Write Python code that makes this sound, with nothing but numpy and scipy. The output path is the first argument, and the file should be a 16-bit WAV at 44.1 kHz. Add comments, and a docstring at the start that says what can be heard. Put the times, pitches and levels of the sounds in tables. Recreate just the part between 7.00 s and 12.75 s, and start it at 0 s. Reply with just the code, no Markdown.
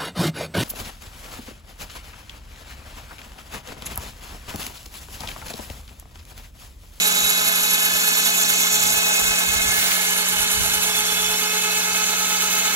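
"""A steady, throbbing whine: a battery capstan winch is hauling a boat up a leafy creek bank.
Its spinning rotor whines, its gears rasp once a turn and throb under the load, and a slower stage hums.
Midway the hull rubs over the ground, the rope squeaks, the drum squeals and a step crunches dry leaves.
The hand-held microphone swings round towards the winch while gusts buffet its two openings (ports)."""
import sys
import numpy as np
from scipy import signal
from scipy.fft import rfft, irfft
from scipy.io import wavfile
from scipy.ndimage import map_coordinates

SR = 44100
rng = np.random.default_rng(int(sys.argv[2]) if len(sys.argv) > 2 else 0)


def store_wav(level_fs):
    """Save 16-bit WAV to argv[1]."""
    pcm = np.round(np.clip(np.atleast_2d(level_fs), -1, 1) * 32767)
    wavfile.write(sys.argv[1], SR, pcm.T.astype(np.int16))


N = 253575
TIME = np.arange(N) / SR
FREQS = np.maximum(np.arange(N // 2 + 1) * SR / N, 1)
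PAN = np.array([[.5], [-.5]])  # half goes to the left side, half is taken from the right


def from_db(db):
    """Turn decibels into a gain."""
    return 10 ** (np.asarray(db) / 20)

def rms_one(x):
    """Scale a signal to an average strength (rms) of 1."""
    return x / np.sqrt(np.mean(np.abs(x) ** 2) + 1e-20)

def in_time(rows):
    """Join a table's points over time, giving one curve per column."""
    times, *columns = np.transpose(rows)
    return [np.interp(TIME, times, column) for column in columns]

def by_hz(points):
    """Join a table's points over frequency."""
    hz, value = np.transpose(points)
    return np.interp(np.log(FREQS), np.log(hz), value)

def filtered(x, response):
    """Multiply each frequency of a signal by its own gain."""
    return irfft(rfft(x) * response, N)

def coloured(x, colour):
    """Give a signal the tone colour in a table, at strength 1."""
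    return rms_one(filtered(x, from_db(by_hz(colour))))

def delayed(x, samples):
    """Delay a signal by an amount that changes over time."""
    return map_coordinates(x, [np.arange(N) - samples], order=3, mode="mirror")

def drift(rate):
    """A smooth random wander of strength 1; rate is roughly its changes per second."""
    r = np.exp(-40 * np.pi * rate / SR)
    slow = signal.lfilter([1], [1, -2 * r, r * r], rng.standard_normal(N // 20 + 2002))[2000:]
    return np.interp(np.arange(N) / 20, np.arange(len(slow)), rms_one(slow))

def swell(peak_s, half_width_s):
    """A rounded rise and fall of height 1."""
    return np.exp(-.5 * ((TIME - peak_s) / half_width_s) ** 2)

def swells(rows):
    """Add several swells into one loudness curve."""
    return sum(from_db(db) * swell(peak_s, half_width_s) for peak_s, half_width_s, db in rows)

def resonant_noise(hz, width_hz):
    """Stereo noise that rings around one pitch, at strength 1."""
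    r = np.exp(-np.pi * width_hz / SR)
    feedback = [1, -2 * r * np.cos(2 * np.pi * hz / SR), r * r]
    return rms_one(signal.lfilter([1, 0, -1], feedback, rng.standard_normal((2, N))))


# Tone colour of air on the ports: frequency_hz, level_db
WIND_COLOUR = [(12, -26), (25, -7), (42, -3.5), (68, 1.5), (100, -3), (140, -10), (300, -53), (1000, -72)]
# Gusts: peak_s, half_width_s, level_db
WIND_GUSTS = [(.26, 0.031, -48), (.4, 0.067, -53), (.97, 0.019, -48), (1.8, 0.058, -46.5),
              (1.97, 0.047, -45), (2.27, 0.044, -41), (2.52, 0.038, -40), (2.69, 0.025, -36),
              (2.79, 0.03, -43), (3.09, 0.028, -48), (3.42, 0.076, -44.5), (3.6, 0.03, -34),
              (3.7, 0.058, -41.5), (3.79, 0.027, -44), (3.88, 0.018, -39), (3.99, .04, -51),
              (4.2, 0.044, -44), (4.34, 0.054, -51)]

def wind(breeze_db, flutter_db):
    """A light breeze and its gusts rumble in each port separately."""
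    rumble = coloured(rng.standard_normal((2, N)), WIND_COLOUR)
    flow = from_db(breeze_db) + swells(WIND_GUSTS)
    return flow * from_db(flutter_db * drift(8)) * rumble


# Deep tone colour of a thump: frequency_hz, level_db
WIND_THUMP_COLOUR = [(15, -25), (32, -4), (48, 0), (70, -2), (100, -16), (200, -50), (500, -85)]
# Strong gusts: peak_s, half_width_s, level_db
WIND_THUMPS = [(2.245, .018, -36), (2.3, .02, -36), (2.59, .025, -33), (3.55, .015, -33), (3.61, .016, -28)]

def wind_thumps():
    """The strongest gusts hit the ports as short, deep thumps."""
    return swells(WIND_THUMPS) * coloured(rng.standard_normal((2, N)), WIND_THUMP_COLOUR)


# Hollow tone colour of the hull: frequency_hz, level_db
HULL_COLOUR = [(250, -39), (420, 8), (520, -1), (750, 5), (1000, -6), (1600, -13.5)]
# Drags over the bank: peak_s, half_width_s, level_db
HULL_DRAGS = [(2.151, 0.18, -34.5), (2.75, 0.24, -36.5)]

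def hull_rub(uneven_db):
    """The boat's hull rubs unevenly over the ground."""
    rub = rng.standard_normal((2, N)) * from_db(uneven_db * drift(25))
    return swells(HULL_DRAGS) * coloured(rub, HULL_COLOUR)


# Tone colour of dry leaves: frequency_hz, level_db
CRACKLE_COLOUR = [(150, -7), (600, -12), (1900, 1), (3300, 0.5), (5000, 1), (8000, 0), (12000, -3),
                  (15500, 4.5)]

def leaves(step_s, step_db, stir_db, crackles_per_s, grain_db, clump_db):
    """Dry leaves stir faintly, then crush under a step in clumps of tiny crackles."""
    sizes = from_db(grain_db * np.minimum(rng.exponential(1, (2, N)), 4) + clump_db * drift(36))
    cracks = (rng.random((2, N)) < crackles_per_s / SR) * rng.choice([-1, 1], (2, N))
    rise_s, hold_s, fall_s = 0.071, 0.14, 0.26
    step = np.interp(TIME, step_s + np.cumsum([0, rise_s, hold_s, fall_s]), [0, 1, 1, 0])
    return (from_db(stir_db) + from_db(step_db) * step) * coloured(sizes * cracks, CRACKLE_COLOUR)


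# Breaking twigs: start_s, level_db, pitch_hz
TWIG_SNAPS = [(2.758, -26, 13000), (2.843, -24, 12000), (2.908, -26, 2600), (2.911, -17, 13500),
              (2.9177, -14.5, 2300), (3.108, -20, 13500), (3.288, -19, 13000)]

def twig_snaps(fade_s):
    """Twigs and stalks break, each with a burst that falls 60 dB in fade_s."""
    out = 0
    for start_s, db, hz in TWIG_SNAPS:
        decay = (TIME >= start_s) * from_db(db - 60 * np.maximum(TIME - start_s, 0) / fade_s)
        out = out + decay * resonant_noise(hz, width_hz=2200)
    return out


# Slips of the rope: peak_s, half_width_s, level_db
ROPE_SLIPS = [(2.687, 0.01, -25), (3.076, 0.0079, -26)]

def rope_squeaks():
    """The rope squeaks as it slips briefly on the drum."""
    return swells(ROPE_SLIPS) * resonant_noise(hz=6280, width_hz=210)


# Notes at which the drum rings: pitch_hz, width_hz, level_db
DRUM_NOTES = [(6250, 60, -50), (6760, 55, -43), (7180, 55, -51), (6950, 70, -41)]

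def drum_squeal(load_db, peak_s, half_width_s):
    """The loaded drum squeals for a while, pulsing with the load."""
    ringing = sum(from_db(db) * resonant_noise(hz, width)[0] for hz, width, db in DRUM_NOTES)
    return ringing * swell(peak_s, half_width_s) * from_db(load_db)


def gear_hum(turns, speed_ratio, level_db, pan_db, waver_db, sum_tone_db):
    """A slower gear stage hums, with a faint extra tone at its own pitch plus the rotor's."""
    angle = 2 * np.pi * turns
    tone = np.sin(speed_ratio * angle) + from_db(sum_tone_db) * np.sin((1 + speed_ratio) * angle)
    return np.sqrt(2) * tone * from_db(level_db + waver_db * drift(9.9) + pan_db * PAN)


# Overlapping cycles in the load make the gears throb and chatter: period_turns, depth_db, first_peak_turns
LOAD_CYCLES = [(47.96, 1.3, 25.4), (15.98, .66, 1.45), (34.28, .6, 29.9), (50.99, .5, 33.7),
               (16.06, .43, 15.4), (54.76, .33, 37.3), (19.98, .31, 5.6), (25.54, .28, 4.3), (8.01, .26, 3)]
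# The teeth catch with a short chirr: peak_s, extra_load_db
TOOTH_CATCHES = [(.026, 2.5), (.076, 2.2), (.247, 5.5), (.298, 3.5), (.476, 3), (.649, 2.5), (.742, 4.5),
                 (1.079, 5), (1.178, 2.8), (1.263, 2), (1.405, 2), (1.438, 1), (1.497, 3), (1.832, 1),
                 (1.927, 3), (2.152, 2.5), (2.382, -2), (2.419, 2), (3.112, 0), (3.676, 1), (3.829, 5),
                 (4.983, 4), (5.521, 4), (5.585, 5.5)]

def gear_load(turns, uneven_db):
    """The load on the gears in dB around its average; each winch sound follows a share of it."""
    cycles = sum(db * np.cos(2 * np.pi * (turns - first) / period) for period, db, first in LOAD_CYCLES)
    bite = 0.04 * cycles ** 2  # teeth bite harder than they let go
    catches = sum(db * swell(peak_s, half_width_s=0.009) for peak_s, db in TOOTH_CATCHES)
    load_db = cycles + bite + catches + uneven_db * drift(21)
    return load_db - load_db.mean()


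# How alike the two sides sound: frequency_hz, likeness_0_to_1
STEREO_LIKENESS = [(250, 1), (500, 0.81), (900, 0.98), (2500, 0.8), (4000, 0.73), (7000, 0.64),
                   (11500, 0.74), (14000, 0.45)]
# How much louder the left side is: frequency_hz, left_minus_right_db
STEREO_BALANCE = [(150, 5.5), (300, -5), (480, 7), (850, -7), (1500, -1), (2300, -3.5), (4500, -4.5),
                  (5300, 0), (7200, -0.5), (8200, 5.5), (9500, -1), (12500, -4), (14500, 6)]
# How much noise repeats from turn to turn: frequency_hz, share_0_to_1
TURN_REPEAT = [(300, .1), (1000, .12), (2200, .25), (2600, .33), (3000, .27), (3800, .34), (4700, .28),
               (5600, .3), (6500, .12), (15000, .1)]
# Pitches the housing boosts or dulls: pitch_hz, width_hz, boost_db
HOUSING_RESONANCES = [(679, 33, 9), (836, 9, 7), (1042, 200, 6), (1517, 230, 6), (2260, 270, 5),
                      (2830, 78, 2), (3810, 940, 6), (5552, 130, 7.5), (6100, 120, -2), (6245, 130, 7),
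                      (6830, 160, 8), (6960, 190, 3), (7250, 92, 9), (11220, 220, 3), (11620, 270, 2.5),
                      (14000, 290, -18)]

def tooth_scrape(turns, colour, swell_db, pulse_db, uneven_db, pan_db):
    """Teeth scrape hardest once a turn, each turn with its own strength, and sound through the housing."""
    angle = 2 * np.pi * turns
    pulse = pulse_db * (np.cos(angle) + 0.3 * np.cos(2 * angle))
    strength = uneven_db * rng.standard_normal(N)[(turns + .5).astype(int)]
    shared, opposed = rfft(rng.standard_normal((2, N)) * from_db(pulse + strength + swell_db))
    alike = by_hz(STEREO_LIKENESS)
    pair = np.sqrt(1 + alike) * shared + np.sqrt(1 - alike) * opposed * [[1], [-1]]
    # The same teeth meet on every turn, so the noise gathers round the rotor's harmonics.
    turn_s = TIME[-1] / turns[-1]
    comb = 1 / (1 - by_hz(TURN_REPEAT) * np.exp(-2j * np.pi * FREQS * turn_s))
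    housing_db = sum(db / (1 + (2 * (FREQS - hz) / width) ** 2) for hz, width, db in HOUSING_RESONANCES)
    gain = from_db(by_hz(colour) + housing_db + (by_hz(STEREO_BALANCE) + pan_db) * PAN)
    return rms_one(irfft(pair * comb * gain, N))


# Tone colours of the four gear noises: frequency_hz, level_db
GRIND_COLOUR = [(100, -24.5), (190, -9.5), (260, 1.5), (330, -3.5), (430, -2), (520, -3.5), (680, 0),
                (1000, -3.5), (1550, 5), (1950, -0.5), (2800, 4.5), (3900, 0.5), (4900, 0), (6000, -11.5)]
RASP_COLOUR = [(3000, -18.5), (5200, -13.5), (6100, -1), (7000, -2.5), (7700, -1.5), (8700, -7),
               (10500, -15.5)]
SIZZLE_COLOUR = [(7300, -16.5), (8200, -2), (9500, 3), (12500, 1), (14000, 9.5), (16000, -4)]
DRUM_COLOUR = [(8000, -25), (10100, -4), (11100, -3), (11600, -0.5), (12100, -6.5), (13000, -34),
               (14000, -39)]
# How each rises and falls: time_s, grind_db, rasp_db (before its trim), sizzle_db, drum_db
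GEAR_LEVELS = [(0, -23, -19.5, -28.5, -26), (.5, -24, -23, -28.5, -25), (1.7, -24, -19, -27, -28),
               (2.8, -25.5, -23.5, -29, -28.5), (3.6, -25.5, -21.5, -26.5, -30.5),
               (4.5, -26.5, -23.5, -29, -37), (5, -26.5, -21, -29.5, -49), (5.75, -25.5, -21, -29.5, -46)]

def gear_train(turns, load_db):
    """Low grind, shrill rasp, fine sizzle and the ringing drum all swell with the load."""
    grind_db, rasp_db, sizzle_db, drum_db = in_time(GEAR_LEVELS)
    grind = tooth_scrape(turns, GRIND_COLOUR, 0.18 * load_db + 0.35 * drift(36),
                         pulse_db=0.84, uneven_db=1.27, pan_db=0.3)
    rasp = tooth_scrape(turns, RASP_COLOUR, 0.3 * load_db + drift(40),
                        pulse_db=3.0, uneven_db=1.15, pan_db=-1.2)
    sizzle = tooth_scrape(turns, SIZZLE_COLOUR, 1.17 * load_db + drift(70),
                          pulse_db=0.5, uneven_db=2.0, pan_db=-5.0)
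    drum = tooth_scrape(turns, DRUM_COLOUR, 1.35 * load_db + 0.69 * drift(70),
                        pulse_db=3.5, uneven_db=1.0, pan_db=-3.0)
    treble = from_db(rasp_db - 2.5) * rasp + from_db(sizzle_db) * sizzle
    return from_db(grind_db) * grind + treble + from_db(drum_db) * drum


# Echo off the ground: time_s, delay_ms
GROUND_ECHO = [(0, 4.83), (2.6, 4.58), (3.2, 4.9), (5.75, 4.85)]

def with_ground_echo(pair, echo_db):
    """One quick bounce off the ground strengthens some pitches and weakens others."""
    samples = in_time(GROUND_ECHO)[0] * SR / 1000
    return pair + from_db(echo_db) * np.array([delayed(side, samples) for side in pair])


# Extra lag at the left port: frequency_hz, lag_radians
LEFT_PORT_LAG = [(150, 0), (195, 0), (250, 0.58), (420, 1.6), (700, 0.87), (2000, 0.68), (4000, 0)]

def at_microphone(pair, lag_samples):
    """The winch stands to one side, so its sound reaches the left port later."""
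    left = filtered(pair[0], np.exp(-1j * by_hz(LEFT_PORT_LAG)))
    return np.array([delayed(left, lag_samples), pair[1]])


# How far the microphone has moved: time_s, distance_cm
MICROPHONE_PATH = [(0, -0.5), (.45, 1), (.85, 3.5), (1.5, 5.5), (2, 10.5), (2.7, 14), (3.3, 17.5),
                   (4.2, 19), (5, 21), (5.75, 21.5)]
# Loud spots in the air: harmonic, spacing_cm, left_depth_db, right_depth_db, left_spot_cm, right_spot_cm
STANDING_WAVES = [(1, 9.0, 1.5, 2.2, 8.1, 2.1), (2, 10.4, 3.0, 1.9, 8.7, 9.6),
                  (3, 12.6, 2.8, 2.3, 8.9, 11.5), (4, 7.6, 2.4, 1.9, 4.6, 4.8),
                  (5, 8.8, 1.6, 0.6, 1.7, 8.6), (6, 8.0, 1.5, 3.0, 3.0, 4.1),
                  (7, 17.6, 2.1, 1.2, 3.5, 12.6), (8, 10.8, 1.8, 2.1, 7.8, 8.1),
                  (9, 5.2, 1.0, 2.0, 1.9, 0.9), (10, 12.8, 2.0, 2.3, 9.0, 5.4),
                  (11, 9.0, 1.3, 1.1, 7.2, 6.0), (12, 10.6, 1.6, 0.8, 8.6, 7.7),
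                  (13, 7.4, 1.5, 0.4, 2.7, 5.7), (14, 8.4, 0.9, 1.3, 6.2, 7.1)]

def standing_wave_db(harmonic):
    """A harmonic swells as each port moves through the loud spots of its standing wave."""
    path_cm, = in_time(MICROPHONE_PATH)
    _, spacing_cm, *ports = STANDING_WAVES[harmonic - 1]
    depth_db, spot_cm = np.reshape(ports, (2, 2, 1))
    return depth_db * np.cos(2 * np.pi * (path_cm - spot_cm) / spacing_cm)


# Brief swells and dips: harmonic, peak_s, half_width_s, left_db, right_db
HARMONIC_SWELLS = [(1, 3.16, 0.28, 2, -6), (1, 4.43, 0.44, 5.5, 3.5), (2, 2.02, 0.17, 5, 4),
                   (3, 2.3, .12, 0.5, -8), (3, 5.43, 0.32, 4, 3.5), (4, 0.91, 0.34, 9, 7),
                   (4, 2.2, .2, -1, 0), (4, 2.9, 0.26, 11, 11.5), (5, 2.75, 0.26, -4.5, 4),
                   (6, 0.4, 0.22, 1, -1), (6, 2.9, 0.12, -5, -10), (7, 3.39, 0.29, -1, 9.5),
                   (8, 4.1, 0.25, 4, 12.5), (6, 2.3, 0.29, 1, 6.5), (9, 0.16, 0.3, 7, 10.5),
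                   (2, .7, .6, -1.5, -2), (13, 4.3, .4, 11.5, 8)]

def harmonic_swell_db(harmonic):
    """Single tones of the whine briefly swell or dip on each side."""
    return sum(np.outer(sides_db, swell(peak_s, half_width_s))
               for number, peak_s, half_width_s, *sides_db in HARMONIC_SWELLS if number == harmonic)


# Rotor tones (harmonics: multiples of its speed) before and after the microphone swings: harmonic,
# left_before_db, right_before_db, left_after_db, right_after_db, lag_before_radians, lag_after_radians
ROTOR_HARMONICS = [(1, -40, -43.5, -44.5, -45.5, 4, 0.3), (2, -48.5, -37.5, -46, -37.5, 2, 1),
                   (3, -37.5, -36.5, -48, -36, 3.5, 1.2), (4, -44, -40.5, -43, -43.5, 2, 1.6),
                   (5, -37, -32, -38, -32.5, 3.5, 2), (6, -31, -39, -37.5, -33.5, 4, 1.4),
                   (7, -38.5, -44, -47, -35.5, -3, -5), (8, -37, -41, -41, -41, -1.3, -4.5),
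                   (9, -38, -38.5, -46, -43, -1.66, -2), (10, -46, -36.5, -42, -42, -1, -2),
                   (11, -52, -46, -51, -40, -2, -1.5), (12, -42, -54, -54, -51, 0, 1),
                   (13, -37.5, -50, -48.5, -49, -0.5, -1), (14, -43, -46, -40, -45, -0.8, -0.8)]
# Gear wheels that shake the tones: period_turns, relative_depth
SHAKING_WHEELS = [(48, .2), (24, .17), (16, .26), (8, .12), (7.59, .16)]
# Throb from the carrier of the planet gears, for harmonics 1, 2, 3 and all higher: depth_0_to_1
THROB_DEPTHS = [.35, .72, .35, .1]
TURNS_PER_THROB, TURNS_PER_WOBBLE = 48, 16

def rotor_whine(turns, swing, load_db, boost_db, flutter, shimmer_db, wobble):
    """The rotor whines; the carrier makes low tones throb, while wheels, slack and grit roughen high ones."""
    out = np.zeros((2, N))
    carrier = np.exp(-2j * np.pi * (turns / TURNS_PER_THROB - .73))
    wheels = [depth * np.exp(2j * np.pi * turns / period) for period, depth in SHAKING_WHEELS]
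    for harmonic, *levels, lag_before, lag_after in ROTOR_HARMONICS:
        before, after = np.reshape(levels, (2, 2, 1))
        tone_db = before + swing * (after - before)
        tone_db += standing_wave_db(harmonic) + harmonic_swell_db(harmonic)
        left_lag = lag_before + swing * (lag_after - lag_before)
        ports = [np.exp(-1j * left_lag), 1]
        # Each wheel adds a side tone just above and just below the harmonic.
        phases = np.exp(2j * np.pi * rng.random((len(wheels), 2)))
        side_tones = sum(up * wheel + down * wheel.conj() for wheel, (up, down) in zip(wheels, phases))
        shake = wobble * harmonic ** 0.22 * side_tones
        # The planet gears shift two harmonics down to a side tone.
        multiple = harmonic - (harmonic in (12, 13)) / TURNS_PER_WOBBLE
        tone = np.exp(2j * np.pi * (multiple * turns + rng.random()))
        throb = THROB_DEPTHS[min(harmonic, len(THROB_DEPTHS)) - 1] * carrier
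        grit = .1 * (harmonic - 1) * (drift(90) + 1j * drift(90))
        slack = flutter * harmonic ** 0.93 * (drift(25) + 1j * drift(15))
        tone *= rms_one(1 + throb + shake + grit + slack)
        for side in range(2):
            gain_db = tone_db[side] + load_db + shimmer_db * drift(1.4)
            out[side] += from_db(gain_db) * (tone * ports[side]).real
    return np.sqrt(2) * from_db(boost_db) * out


# The rotor's nearly steady speed: time_s, turns_per_s
ROTOR_SPEED = [(0, 428.7), (1, 428.4), (2, 428.68), (2.45, 428.15), (3.05, 428.95), (4.5, 428.92),
               (5.25, 429.42), (5.75, 429.43)]
# The microphone swings towards the winch: time_s, swing_0_to_1, left_lag_samples
MICROPHONE_SWING = [(0, 0, 7.2), (1.8, 0, 6.45), (2, .03, 6.1), (2.65, 0, 5.6), (2.85, 0.33, 4.8),
                    (4.5, 1, 3.8), (5.75, 1, 3.2)]

def scene():
    """One rotor drives the winch's sounds; the rope, the bank and the wind join in."""
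    turns = np.cumsum(in_time(ROTOR_SPEED)[0]) / SR
    swing, lag_samples = in_time(MICROPHONE_SWING)
    load_db = gear_load(turns, uneven_db=0.86)
    gears = with_ground_echo(gear_train(turns, load_db), echo_db=-11.0)
    whine = rotor_whine(turns, swing, 0.21 * load_db,
                        boost_db=0.85, flutter=0.094, shimmer_db=0.5, wobble=0.56)
    squeal = drum_squeal(0.6 * load_db, peak_s=2.7, half_width_s=0.3)
    hum = gear_hum(turns, speed_ratio=.4222, level_db=-42.5, pan_db=-2, waver_db=0.94, sum_tone_db=-15.5)
    bank = leaves(step_s=2.69, step_db=-22, stir_db=-47, crackles_per_s=7700, grain_db=4, clump_db=1.5)
    bank += twig_snaps(fade_s=0.027) + hull_rub(uneven_db=1.5)
    winch = at_microphone(gears + squeal + hum, lag_samples) + whine + rope_squeaks()
    air = wind(breeze_db=-56.5, flutter_db=2.5) + wind_thumps()
    return air + bank + winch

def record(dry):
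    """Cut off the very highest treble steeply."""
    cutoff_hz = 15760
    return signal.sosfilt(signal.ellip(18, .1, 90, cutoff_hz, fs=SR, output="sos"), dry)


dry = scene()
out = record(dry)
store_wav(out)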